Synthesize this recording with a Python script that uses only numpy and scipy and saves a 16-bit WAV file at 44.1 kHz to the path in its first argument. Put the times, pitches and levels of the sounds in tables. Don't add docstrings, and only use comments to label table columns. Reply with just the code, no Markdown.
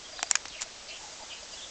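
import sys
import numpy as np
from scipy import signal
from scipy.fft import rfft, irfft, next_fast_len
from scipy.io import wavfile
from scipy.ndimage import map_coordinates

SR = 44100
rng = np.random.default_rng(int(sys.argv[2]) if len(sys.argv) > 2 else 0)


def generate_wav(sig):
    pcm = np.round(np.clip(np.atleast_2d(sig).T, -1, 1) * 32767).astype(np.int16)
    wavfile.write(sys.argv[1], SR, pcm)


N = 74970

# (frequency [Hz], level [dB])
AIR_SPECTRUM = [(25, -6), (70, -5), (140, -14), (260, -10.5), (420, -9.5), (600, -5.5), (1100, -9.5),
                (2750, -9.5), (4000, -7.5), (6040, -7), (7900, -13), (9000, -34)]
# (frequency [Hz], level [dB])
HISS_SPECTRUM = [(3000, -18), (4500, -15.5), (5800, -8), (7300, -3.5), (9000, -33.5)]
# (time [s], level [dB])
HISS_RIDE = [(0, -62), (.25, -55.5), (.43, -68), (.72, -70.5), (.86, -67), (.92, -54), (1.05, -50.5),
             (1.27, -54), (1.48, -55), (1.55, -48), (1.7, -52)]
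# (middle time [s], hum level [dB], whine level [dB])
MOTOR_STEPS = [(.098, -48.5, -60), (.135, -49.5, -45), (.171, -51.5, -45.5), (.205, -64, -44),
               (.242, -46, -47), (.27, -56, -45), (.567, -49, -62), (.666, -50, -71), (.899, -52.5, -55),
               (.932, -51, -66), (1.134, -53.5, -51), (1.233, -48, -48), (1.335, -53, -47),
               (1.432, -50, -48.5), (1.537, -52, -43), (1.667, -51, -64)]
# (time [s], length [s], pitch [Hz], level [dB])
HONK_CUES = [(1.005, 0.014, 864, -56), (1.03, 0.038, 886, -48), (1.193, 0.044, 894, -49)]
# (time [s], length [s], first pitch [Hz], middle pitch [Hz], last pitch [Hz],
# level [dB], roughness [0-1])
CHIRP_CUES = [(.043, 0.028, 3190, 3250, 3230, -49, 0.36), (0.159, 0.036, 3210, 3800, 4520, -49.5, 0),
              (.179, .034, 4490, 3750, 3200, -46.5, 0.2), (0.321, .022, 2420, 2216, 2050, -47, 0.2),
              (0.474, 0.045, 5600, 4150, 3500, -50, 0.9), (.522, 0.048, 3260, 2780, 2840, -46, 0.6),
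              (.579, 0.029, 3150, 2150, 2970, -44.5, 0.4), (.882, 0.032, 4710, 4550, 4470, -47, 1),
              (.884, 0.055, 2695, 2694, 2820, -47, 0.82), (0.92, 0.055, 2803, 3083, 2910, -46.5, 0.78),
              (1.294, 0.049, 3593, 2883, 2890, -42.5, 0.72), (1.34, .045, 2796, 2828, 2950, -51, 0.74),
              (1.522, 0.036, 3154, 2780, 3230, -51.5, 0.07), (1.569, 0.046, 3400, 3336, 2600, -46, 0.24),
              (1.61, 0.045, 3538, 3520, 3370, -46, 0.47)]
# (frequency [Hz], level [dB])
FEATHER_SPECTRUM = [(200, -19), (800, -2.5), (1800, -1.5), (4300, -0.5), (5800, 4), (6400, 2), (7200, 10.5),
                    (8000, -6), (8600, -11)]
# (peak time [s], level [dB], rise constant [s], fall constant [s])
WING_CUES = [(0.307, -39, 0.012, 0.0044), (0.612, -33, 0.0052, 0.003), (0.6195, -26, 0.0023, 0.0047),
             (0.627, -30.5, 0.0024, 0.0081)]
# (frequency [Hz], level [dB])
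RAIL_MODES = [(310, -5.5), (500, -7), (765, 0.5), (1080, -5.5), (1480, -6.5), (1660, -2), (2080, -3.5),
              (2450, 0), (2780, 0), (3600, 0)]
# (frequency [Hz], level [dB], T60 [s], rise [s])
CLICK_MODES = [(5730, 2, .0066, .0018), (7350, 10, .0033, .0009)]
# (frequency [Hz], level [dB])
SCRATCH_SPECTRUM = [(200, -12.5), (600, -4), (1300, -2), (2300, -0.5), (4200, -6), (6000, -5.5),
                    (8500, -18.5)]
# (time [s], wood level [dB], wood centre [Hz], click level [dB],
# click pitch [ratio], scratch level [dB], contact rise [s])
TAP_CUES = [(0.1912, -21.5, 1350, -60, 0.95, -35, 0.00098), (.2285, -20, 760, -12.5, 1, -17.5, 0.00044),
            (.2725, -41, 2600, -42, 1, -43.5, 0.00057), (0.3115, -25, 1200, 0.5, 0.99, -18, 0.00046),
            (.3540, -15.5, 1750, -9.5, 0.96, -20, .0003), (0.3553, -22, 2500, -4, 0.905, -26, 0.00033),
            (0.369, -50, 1200, -27, 0.92, -32, .0015), (.4540, -32, 470, -40, 0.85, -25, 0.0012),
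            (0.482, -60, 2500, -26, 0.87, -42, 0.00077), (0.509, -32.5, 290, -62, 1, -60, 0.0018),
            (1.233, -34, 290, -53, 1, -50, .002)]

AIR_DB = -46.5
STEP_S, HUM_HZ, WHINE_HZ = .024, 636.4, 4780
HONK_WAVER_HZ = 75
RASP_SWING_HZ, RASP_RATE_HZ, FLICKER_DB = 490, 300, 2.5
RAIL_T60_S, RAIL_DAMPING = .021, .35
FOCUS_DB = 12
LOW_CUT_RATIO, SCRATCH_T60_S = 0.42, 0.02
DECK_DECAY_S, DECK_WET_DB = .03, -23
GARDEN_DECAY_S, GARDEN_WET_DB = .2, -5
CEILING, ROLL_OFF_HZ, TOP_HZ = .62, 8290, 9300


def amp(db):
    return 10 ** (np.asarray(db) / 20)


def unit(x):
    return x / np.sqrt(np.mean(x ** 2) + 1e-20)


def filtered(x, response):
    size = next_fast_len(len(x) + 8192)
    return irfft(rfft(x, size) * response(np.fft.rfftfreq(size, 1 / SR)), size)[:len(x)]


def colour(x, points):
    point_hz, db = np.transpose(points)
    return filtered(x, lambda hz: amp(np.interp(np.log(hz + 1), np.log(point_hz + 1), db)))


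def noise(points):
    return unit(colour(rng.standard_normal(N), points))


def burst(points, envelope):
    x = envelope * rng.standard_normal(len(envelope))
    for _ in range(4):
        flat = irfft(np.exp(1j * np.angle(rfft(x))), len(x))
        x = flat * (envelope / envelope.max()) ** (1 / 4)
    return unit(colour(x, points)) * np.sqrt(np.mean(envelope ** 2))


def wobble(rate, t):
    return map_coordinates(rng.standard_normal(2048), [t * rate], mode="wrap")


def tone(hz):
    return np.sqrt(2) * np.sin(2 * np.pi * np.cumsum(hz) / SR)


def swell(length):
    t = np.arange(int(length * SR)) / SR
    return t, np.sqrt(np.abs(np.sin(np.pi * t / length)))


def strike(t, t60, rise):
    return np.exp(-np.log(1000) * t / t60) * (1 - np.exp(-t / rise))


def add(track, start, sound):
    i = max(0, round(start * SR))
    track[i:i + len(sound)] += sound[:max(0, len(track) - i)]


def reverb(x, decay_s, wet_db):
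    t = np.arange(SR // 2) / SR
    tail = rng.standard_normal(len(t)) * 0.0023 ** (t / decay_s) * (1 - np.exp(-t / 0.011))
    return x + amp(wet_db) * signal.fftconvolve(x, tail / np.linalg.norm(tail))[:N]


def air_and_hiss():
    hiss_db = np.interp(np.arange(N) / SR, *np.transpose(HISS_RIDE))
    return amp(AIR_DB) * noise(AIR_SPECTRUM) + amp(hiss_db) * noise(HISS_SPECTRUM)


def lens_motor():
    out = np.zeros(N)
    t, shape = swell(STEP_S)
    for middle, hum_db, whine_db in MOTOR_STEPS:
        hum = amp(hum_db) * shape ** 4 * tone(HUM_HZ + 30 * wobble(180, t))
        whine = amp(whine_db) * shape ** 2 * tone(WHINE_HZ + 30 * wobble(180, t))
        add(out, middle - STEP_S / 2, hum + whine)
    return out


def honks():
    out = np.zeros(N)
    for start, length, hz, db in HONK_CUES:
        t, shape = swell(length)
        add(out, start, amp(db) * shape * tone(hz + HONK_WAVER_HZ * wobble(294, t)))
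    return out


def chirps():
    out = np.zeros(N)
    for start, length, first_hz, middle_hz, last_hz, db, roughness in CHIRP_CUES:
        t, shape = swell(length)
        bend_hz = np.polyval(np.polyfit([0, .5, 1], [first_hz, middle_hz, last_hz], 2), t / length)
        vibrato_rate = RASP_RATE_HZ * (1 + 0.401 * wobble(RASP_RATE_HZ, t))
        vibrato = np.sin(2 * np.pi * np.cumsum(vibrato_rate) / SR)
        envelope = amp(db + FLICKER_DB * wobble(152, t)) * shape
        add(out, start, envelope * tone(bend_hz + roughness * RASP_SWING_HZ * vibrato))
    return out


def wings():
    out, t = np.zeros(N), np.arange(SR // 10) / SR
    middle = t.mean()
    for peak, db, rise, fall in WING_CUES:
        shape = np.exp(np.minimum((t - middle) / rise, (middle - t) / fall))
        grainy_gain = amp(db + 1.1 * wobble(900, t))
        add(out, peak - middle, burst(FEATHER_SPECTRUM, grainy_gain * shape))
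    return out


def rail_knock(t, centre_hz, contact_s):
    wood = np.zeros(len(t))
    for hz, db in RAIL_MODES:
        gain = amp(db - FOCUS_DB * np.log2(hz / centre_hz) ** 2 + rng.normal(0, 1))
        t60 = RAIL_T60_S * (RAIL_MODES[1][0] / hz) ** RAIL_DAMPING
        wood += gain * strike(t, t60, contact_s) * np.sin(2 * np.pi * hz * t)
    return wood


def hard_click(t, pitch_ratio, contact_s):
    click = sum(amp(db) * strike(t, t60, rise) * np.sin(2 * np.pi * hz * pitch_ratio * t)
                for hz, db, t60, rise in CLICK_MODES)
    return np.pad(click, (round(contact_s * SR), 0))[:len(t)]


def taps():
    out, t = np.zeros(N), np.arange(SR // 10) / SR
    for start, wood_db, centre_hz, click_db, pitch_ratio, scratch_db, contact_s in TAP_CUES:
        wood = amp(wood_db) * rail_knock(t, centre_hz, contact_s)
        click = amp(click_db) * hard_click(t, pitch_ratio, contact_s)
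        scratch = amp(scratch_db) * burst(SCRATCH_SPECTRUM, strike(t, SCRATCH_T60_S, contact_s))
        low_cut = signal.butter(2, LOW_CUT_RATIO * centre_hz, "high", fs=SR, output="sos")
        add(out, start, signal.sosfilt(low_cut, wood + click + scratch))
    return out


def scene():
    deck = reverb(taps() + wings(), DECK_DECAY_S, DECK_WET_DB)
    garden = reverb(chirps() + honks(), GARDEN_DECAY_S, GARDEN_WET_DB)
    mono = deck + garden + lens_motor() + air_and_hiss()
    return np.array([mono, mono])


def record(dry):
    rounded = dry / (1 + np.abs(dry / CEILING) ** 4) ** (1 / 4)
    high_cut = lambda hz: np.sin(np.pi / 2 * np.clip((TOP_HZ - hz) / (TOP_HZ - ROLL_OFF_HZ), 0, 1)) ** 2
    return np.array([filtered(channel, high_cut) for channel in rounded])


dry = scene()
out = record(dry)
generate_wav(out)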